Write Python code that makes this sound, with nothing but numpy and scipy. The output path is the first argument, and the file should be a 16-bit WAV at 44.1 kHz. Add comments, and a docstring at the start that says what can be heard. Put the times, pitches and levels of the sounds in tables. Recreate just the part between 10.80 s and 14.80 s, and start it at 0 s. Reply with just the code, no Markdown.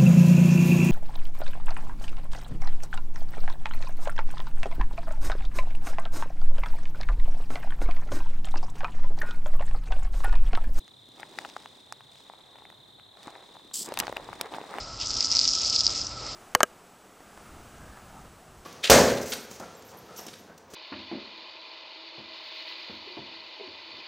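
"""Dead stalks snap and tap as someone shifts through a dry field at dusk with a hand-held camera.
Each fracture is a noise burst over a damped knock that rings the camera's shell; stick-slip friction
of sleeves, grass and soles rustles beneath. Crickets trill by stridulation over quiet air and a faint
hum. A rattlesnake gives one short rattle of colliding tail segments, and the camera is swung away
with sharp cracks, bumps and rubbing."""
import sys
import numpy as np
from scipy import signal
from scipy.fft import rfft, irfft
from scipy.io import wavfile

SR = 44100
rng = np.random.default_rng(int(sys.argv[2]) if len(sys.argv) > 2 else 0)


def wrap_up_sound(samples):
    """Save the sound to the file named by the first command line argument, as 16-bit audio."""
    columns = np.atleast_2d(samples).T
    # keep every value between -1 and 1, then stretch to whole-number steps
    tamed = np.clip(columns, -1, 1)
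    steps = np.round(tamed * 32767).astype(np.int16)
    wavfile.write(sys.argv[1], SR, steps)


N = 176400
T = np.arange(N) / SR


def amp(db):
    """Amplitude ratio of a level in decibels."""
    return 10 ** (np.asarray(db) / 20)


def unit(x):
    """Normalisation to unit rms."""
    return x / np.sqrt(np.mean(x ** 2) + 1e-20)


def envelope(points):
    """Amplitude envelope, linear in decibels between (t/s, level/dB) points."""
    return amp(np.interp(T, *np.transpose(points)))


def colour(x, spectrum, size=4096):
    """Minimum-phase filtering to a (f/Hz, level/dB) spectrum; the result has unit rms."""
    hz, db = np.transpose(spectrum)
    log_hz = np.log(abs(np.fft.fftfreq(size, 1 / SR)) + 1)
    log_gain = np.log(amp(np.interp(log_hz, np.log(hz), db)))
    response = np.exp(np.conj(signal.hilbert(log_gain)))
    taps = np.fft.ifft(response).real[:size // 2]
    return unit(signal.fftconvolve(x, taps[None], axes=1)[:, :N])


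def widen(pair, side_db):
    """Sum and difference: left and right from a centre signal and a weaker side signal."""
    return pair[0] + amp(side_db) * np.array([pair[1], -pair[1]])


def noise(side_db, size=N):
    """White noise, partially coherent between left and right."""
    return widen(rng.standard_normal((2, size)), side_db)


def drift(hz):
    """Random modulation: low-pass Gaussian noise of unit rms."""
    low_pass = np.exp(-(np.fft.rfftfreq(N, 1 / SR) / hz) ** 2)
    return unit(irfft(rfft(rng.standard_normal(N)) * low_pass, N))


def impulses(per_s, spread_db):
    """Shot noise: two Poisson trains of clicks, mostly small, a few large."""
    strength = amp(spread_db * np.minimum(rng.exponential(1, (2, N)), 4.5))
    polarity = rng.choice([-1, 1], (2, N))
    occurs = rng.random((2, N)) < per_s / SR
    return unit(strength * polarity * occurs)


def friction(per_s, spread_db, hiss, side_db):
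    """Stick-slip friction: discrete slips over the hiss of steady sliding."""
    return widen(impulses(per_s, spread_db) + hiss * rng.standard_normal((2, N)), side_db)


# Spectrum of still air (f/Hz, level/dB)
AIR_SPECTRUM = [(20, -14), (60, -4), (100, 0), (127, -12), (165, 0), (330, -4.5), (550, -6.5), (900, -6.5),
                (1400, -16), (2600, -19), (5500, -28.5), (7500, -19), (11000, -25), (16000, -32)]
# Envelope (t/s, level/dB) and spectrum (f/Hz, level/dB) of the hum
HUM_ENVELOPE = [(0, -71), (.5, -68), (1, -75), (1.25, -66), (1.55, -78), (2, -63), (2.25, -69), (4, -87)]
HUM_SPECTRUM = [(60, -43), (112, -9.5), (127, -4.5), (142, -9), (250, -47)]

def air():
    """Ambient noise: a steady broadband floor and a low narrow-band hum that comes and goes."""
    hum = envelope(HUM_ENVELOPE) * colour(noise(side_db=-14), HUM_SPECTRUM, size=16384)
    return hum + amp(-63.5) * colour(noise(side_db=-1.5), AIR_SPECTRUM)


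# Envelope (t/s, level/dB) and spectrum (f/Hz, level/dB) of the far crickets
CHORUS_ENVELOPE = [(0, -62), (1.2, -62.5), (2.2, -60), (2.8, -61.5), (4, -63.5)]
CHORUS_SPECTRUM = [(2500, -53.5), (3050, -14), (3300, -17), (3430, -13.5), (3560, 5), (3680, -6.5),
                   (3780, -5.5), (3890, 0), (4030, -9), (4250, -9), (4450, -23), (5200, -41.5)]

def chorus():
    """Incoherent summation: many far crickets blur into a band of noise."""
    return envelope(CHORUS_ENVELOPE) * colour(noise(side_db=-10.5), CHORUS_SPECTRUM)


# Near crickets (wing stroke rate/Hz, f/Hz, level/dB, pitch fall per stroke/Hz)
CRICKETS = [(38.0, 3890, -61, 380), (32.3, 3270, -69, 330), (35.1, 3540, -63.5, 220),
            (33.2, 3690, -65, 280), (43, 4230, -70, 280)]

def cricket(per_s, hz, db, fall_hz, duty=0.6):
    """Stridulation: each wing stroke radiates a short tone that sags in pitch."""
    stroke_rate = per_s * (1 + 0.02 * drift(hz=5.4))
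    cycles = rng.random() + np.cumsum(stroke_rate) / SR
    stroke = np.minimum(cycles % 1 / duty, 1)  # runs from 0 to 1, then rests
    pitch = hz + fall_hz * (0.5 - stroke) + 33.94 * drift(hz=120.4)
    phase = 2 * np.pi * np.cumsum(pitch) / SR + rng.uniform(-1.37, 0.99, (2, 1))
    trill = np.sin(np.pi * stroke) * np.sin(phase)
    return amp(db + 0.6 * drift(hz=0.91)) * unit(trill)


# Envelope (t/s, level/dB) and spectrum (f/Hz, level/dB) of the scuffing
SCUFF_ENVELOPE = [(0, -64), (.3, -72.5), (.45, -59), (.65, -57.5), (.9, -63), (1.1, -70), (1.7, -71.5),
                  (1.95, -65.5), (2.3, -76), (2.47, -69), (2.55, -72), (2.95, -59), (3.1, -51),
                  (3.25, -58.5), (3.5, -54.5), (3.68, -56.5), (3.76, -50), (3.88, -61), (3.99, -46)]
SCUFF_SPECTRUM = [(60, -25), (130, -11.5), (200, -2), (260, -0.5), (340, 0.5), (450, -4.5), (700, -16.5),
                  (2000, -37.5)]

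def scuff():
    """Friction of soles and clothes: sparse, uneven slips, dull in timbre."""
    slips = friction(per_s=300, spread_db=5, hiss=0.67, side_db=-12.5)
    return envelope(SCUFF_ENVELOPE) * colour(slips, SCUFF_SPECTRUM)


# Envelope (t/s, level/dB) and spectrum (f/Hz, level/dB) of the brushing grass
GRASS_ENVELOPE = [(0, -68), (.3, -69), (.4, -58.5), (.5, -63.5), (.6, -52.5), (.75, -58), (.95, -61.5),
                  (1.1, -66.5), (1.28, -67), (1.37, -59.5), (1.5, -65), (2.3, -75), (2.46, -55),
                  (2.53, -63.5), (2.64, -61.5), (2.9, -65.5), (3.08, -56), (3.23, -52.5), (3.35, -58.5),
                  (3.55, -57), (3.7, -60.5), (3.745, -51.5), (3.78, -55.5), (3.9, -56), (4, -55.5)]
GRASS_SPECTRUM = [(600, -35), (1800, -2), (3000, 1.5), (5000, 2), (6200, -2.5), (8000, -2.5), (9500, -6),
                  (11500, -20.5), (16000, -13)]

def grass():
    """Friction of dry blades brushing past: dense slips merge into a bright swish."""
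    slips = friction(per_s=900, spread_db=3.5, hiss=0.75, side_db=-7)
    flutter = amp(2.0 * drift(hz=90))
    return envelope(GRASS_ENVELOPE) * colour(slips * flutter, GRASS_SPECTRUM)


# Envelope (t/s, level/dB) and spectrum (f/Hz, level/dB) of the rubbing
RUB_ENVELOPE = [(0, -70.5), (.3, -66.5), (.4, -53), (.5, -57.5), (.62, -52), (.8, -57), (1, -64),
                (1.4, -63.5), (1.75, -59), (2, -63), (2.33, -65), (2.47, -49.5), (2.62, -55.5), (2.78, -59),
                (2.86, -63), (3.03, -58.5), (3.09, -44), (3.15, -52.5), (3.22, -41), (3.32, -51),
                (3.45, -49.5), (3.57, -50), (3.66, -40.5), (3.7, -51.5), (3.75, -38.5), (3.79, -47.5),
                (3.83, -48), (3.89, -48.5), (3.98, -39)]
RUB_SPECTRUM = [(30, -28.5), (100, -20), (250, -5), (500, 0), (830, 1.5), (1100, -0.5), (1400, -7.5),
                (2000, -7.5), (3500, -25.5), (7000, -39.5), (16000, -49)]

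def rub():
    """Stick-slip of sleeve and hand on the moving camera: a grainy mid-range noise."""
    slips = friction(per_s=520, spread_db=3, hiss=0.93, side_db=-16)
    flutter = amp(1.48 * drift(hz=43.5))
    return envelope(RUB_ENVELOPE) * colour(slips * flutter, RUB_SPECTRUM)


def knock(t, hz, decay_cycles=0.87, shell_hz=830, shell_decay_s=0.0023, rise_s=0.0002):
    """Damped oscillation: an impact dies within a cycle or two and rings the camera's shell."""
    thud = np.exp(-t * hz / decay_cycles) * np.sin(2 * np.pi * hz * t)
    ring_hz = shell_hz * rng.uniform(0.96, 1.082)
    ring = amp(-11) * np.exp(-t / shell_decay_s) * np.sin(2 * np.pi * ring_hz * t)
    impact = (thud + ring) * (1 - np.exp(-t / rise_s))
    impact = signal.lfilter(*signal.butter(1, hz / 2, "high", fs=SR), impact)
    return impact / abs(impact).max()


# Modes of the camera's shell (f/Hz, relative level/dB, decay time/s)
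SHELL_MODES = [(1840, -28, .005), (2850, -27, .006), (4760, -24, .006), (5420, -26, .006),
               (7600, -29, .004)]

def crack(t, db, top_hz, rise_s=0.00033, decay_s=0.00077, tail_s=0.0012):
    """Brittle fracture: a burst of splintering noise leaves the shell's modes ringing faintly."""
    tail = amp(19 + 0.3 * db) * np.exp(-t / tail_s)  # harder cracks crumble for longer
    contour = (np.exp(-t / decay_s) + tail) * (1 - np.exp(-t / rise_s))
    splinters = noise(side_db=-10.5, size=len(t)) * contour
    fizz = amp(-29) * splinters
    burst = signal.lfilter(*signal.butter(4, top_hz, fs=SR), splinters) + fizz
    burst = signal.lfilter(*signal.butter(1, 1260, "high", fs=SR), burst)
    burst /= np.sqrt((burst ** 2).mean(0).sum() / (decay_s * SR))  # equal energy at any bandwidth
    for hz, mode_db, ring_s in SHELL_MODES:
        excitation = amp(mode_db) / (1 + (hz / top_hz) ** 4)
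        mode_hz = hz * rng.uniform(1.0, 1.02)
        burst += excitation * np.exp(-t / ring_s) * np.sin(2 * np.pi * mode_hz * t)
    return amp(db - 7) * burst


# Snapping stalks and knocks on the camera
# (t/s, knock level/dB, knock f/Hz, crack level/dB, crack cutoff f/Hz, leftward bias/dB)
SNAPS = [(0.0793, -45.5, 1090, -37, 7360, 3), (0.288, -45.5, 278, -46, 11900, 2),
         (.398, -35.5, 744, -33.5, 4000, 1), (.4045, -47, 1000, -37, 10200, 6),
         (.4315, -25.5, 1730, -47, 3500, 3.5), (0.587, -19.5, 1510, -18.5, 4300, 3),
         (.589, -50, 830, -31, 10800, -5), (0.6491, -26, 1400, -26.5, 3150, 2.5),
         (0.655, -30, 820, -40, 5000, 1), (0.6894, -62, 900, -36, 5200, 6),
         (0.6987, -62, 900, -32, 5130, 0), (0.7653, -22, 1150, -34, 1600, 1.5),
         (0.768, -48, 895, -35, 6500, 0), (0.8585, -32.5, 1040, -30.5, 4840, 1),
         (1.1241, -26, 1180, -23.5, 8800, -3), (1.207, -42, 890, -36, 2500, 0),
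         (1.3553, -57, 1300, -39, 3960, 1), (1.4987, -31.5, 900, -45, 4000, 1),
         (1.5363, -37, 870, -40, 3020, 2), (1.7569, -39, 790, -39.5, 2500, 2),
         (1.7855, -45, 750, -39.5, 2500, 3), (1.8216, -41, 850, -50, 2500, 2),
         (1.8531, -35.5, 1790, -37, 2480, 1.5), (1.901, -45, 900, -35, 2400, 0.5),
         (1.9254, -43.5, 920, -47, 2500, 3), (2.197, -47.5, 1200, -39, 2500, 4),
         (2.3711, -44, 704, -41, 4000, 0), (2.4716, -33.5, 313, -36, 8000, 0.5),
         (2.4801, -27, 1040, -46, 4000, 1), (2.4959, -42, 885, -53, 3000, 2),
         (2.5536, -36, 1780, -41, 4000, 3), (2.561, -37, 804, -49, 2500, 2),
         (2.7555, -39.5, 905, -63, 3000, 4), (2.7679, -36.5, 970, -55, 3000, 1),
         (2.9125, -40, 1070, -39.5, 2500, 2.5), (3.0882, -29.5, 417, -29.5, 10800, -0.5),
         (3.1217, -21.5, 564, -28.5, 4530, 1), (3.1396, -31, 1100, -23.5, 15000, 1),
         (3.1738, -25, 960, -14, 4500, 4.5), (3.1728, -43, 1530, -28, 14000, -10),
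         (3.1892, -36, 1000, -12, 14900, -1), (3.1947, -30, 910, -24, 10900, -13),
         (3.1997, -47, 1520, -9, 14800, -2.5), (3.2012, -43, 1760, -12.5, 6050, 7),
         (3.2044, -33, 260, -19, 6000, 1), (3.2093, -26.5, 1190, -25, 3500, 9),
         (3.2249, -27, 860, -36, 5000, -6), (3.2355, -34, 402, -26, 2500, -1),
         (3.269, -26.5, 1010, -20.5, 5200, -3), (3.28, -23, 740, -24, 3500, 3.5),
         (3.2967, -24.5, 556, -35, 3000, 0), (3.3258, -23.5, 610, -24.5, 2020, 0.5),
         (3.365, -29, 1530, -27, 2970, 5), (3.368, -27, 650, -15, 2920, 0), (3.38, -33, 744, -50, 2000, 2),
         (3.399, -32, 590, -52, 2000, 0), (3.4896, -26.5, 910, -48, 2500, 2.5),
         (3.53, -28, 1150, -28.5, 3500, 3), (3.6114, -24, 930, -14.5, 5870, -2.5),
         (3.6119, -21.5, 1020, -16, 13800, 6.5), (3.7215, -34, 900, -45, 2000, 2),
         (3.7385, -29.5, 830, -26, 3900, 0), (3.7462, -27, 820, -28, 3880, 1),
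         (3.7643, -42, 766, -51, 3000, -2), (3.7841, -23.5, 780, -53, 3000, -0.5),
         (3.814, -30.5, 484, -33, 3970, 0), (3.8397, -32.5, 830, -44, 2000, 0),
         (3.9399, -26, 1270, -29, 2030, 5), (3.966, -47, 830, -38, 3000, -5),
         (3.9845, -23.5, 710, -21.5, 2320, 0)]

def snaps():
    """Superposed transients: each snap is a knock and a crack, placed by a level difference."""
    mix = np.zeros((2, N))
    t = np.arange(2200) / SR
    for start_s, knock_db, hz, crack_db, top_hz, pan_db in SNAPS:
        snap = amp(knock_db) * knock(t, hz) + crack(t, crack_db, top_hz)
        snap *= amp([[pan_db / 2], [-pan_db / 2]])
        span = mix[:, round(start_s * SR):][:, :len(t)]
        span += snap[:, :span.shape[1]]
    return mix


# Envelope of the rattle (t/s, level/dB) and resonances of its segments (f/Hz, level/dB)
RATTLE_ENVELOPE = [(2.931, -85), (2.935, -42), (2.941, -31.5), (3.014, -34.5), (3.032, -34), (3.038, -46.5),
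                   (3.06, -39.5), (3.07, -50), (3.09, -69)]
SEGMENT_SPECTRUM = [(1000, -43), (2500, -25), (3000, -12), (4000, -10.5), (4900, -1.5), (5900, -7),
                    (7000, -4), (7650, 3.5), (8300, -3), (9600, -7.5), (11000, -17), (12500, -12),
                    (15800, -18)]

def rattlesnake(flicks_per_s=120, depth=0.33):
    """Modulated shot noise: loose horny segments collide in a flurry at each flick of the tail."""
    flicks = np.cumsum(flicks_per_s * (1 + 0.214 * drift(hz=59.5))) / SR
    collisions = widen(impulses(per_s=5600, spread_db=-1.5), side_db=-24)
    collisions *= 1 + depth * np.cos(2 * np.pi * flicks)
    shaking = (T > RATTLE_ENVELOPE[0][0]) & (T < RATTLE_ENVELOPE[-1][0])
    return envelope(RATTLE_ENVELOPE) * shaking * colour(collisions, SEGMENT_SPECTRUM)


# Envelope (t/s, level/dB) and spectrum (f/Hz, level/dB) of the bumping
BUMP_ENVELOPE = [(0, -88), (3.1, -75), (3.19, -53), (3.21, -44), (3.27, -60), (3.42, -58), (3.55, -59.5),
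                 (4, -101)]
BUMP_SPECTRUM = [(15, -16), (28, 3), (50, 7), (85, 3), (120, 7.5), (220, -12), (500, -41), (2000, -68)]

def bumps():
    """Structure-borne noise: low bumping as the camera swings."""
    return envelope(BUMP_ENVELOPE) * colour(noise(side_db=-12), BUMP_SPECTRUM)


def scene():
    """Free-field superposition: all sources add in the open, with no echo."""
    field = air() + chorus() + sum(cricket(*row) for row in CRICKETS)
    return field + scuff() + grass() + rub() + snaps() + rattlesnake() + bumps()


# Response of the microphone pair to the difference signal (f/Hz, level/dB)
SIDE_RESPONSE = [(20, -16), (60, -9), (150, 0), (500, 3), (1200, 5), (3000, -0.5), (7000, -2.5),
                 (11000, -6.5), (16000, -37)]

def record(dry, cutoff_hz=16000):
    """Mid-side filtering: a close microphone pair, narrow in bass and treble, then a band limit."""
    side_gain = amp(np.interp(np.fft.rfftfreq(N, 1 / SR), *np.transpose(SIDE_RESPONSE)))
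    side = irfft(rfft(dry[0] - dry[1]) / 2 * side_gain, N)
    pair = dry.mean(0) + np.array([side, -side])
    low_pass = signal.firwin(511, cutoff_hz, window=("kaiser", 9), fs=SR)
    return signal.oaconvolve(pair, low_pass[None], "same")


dry = scene()
out = record(dry)
wrap_up_sound(out)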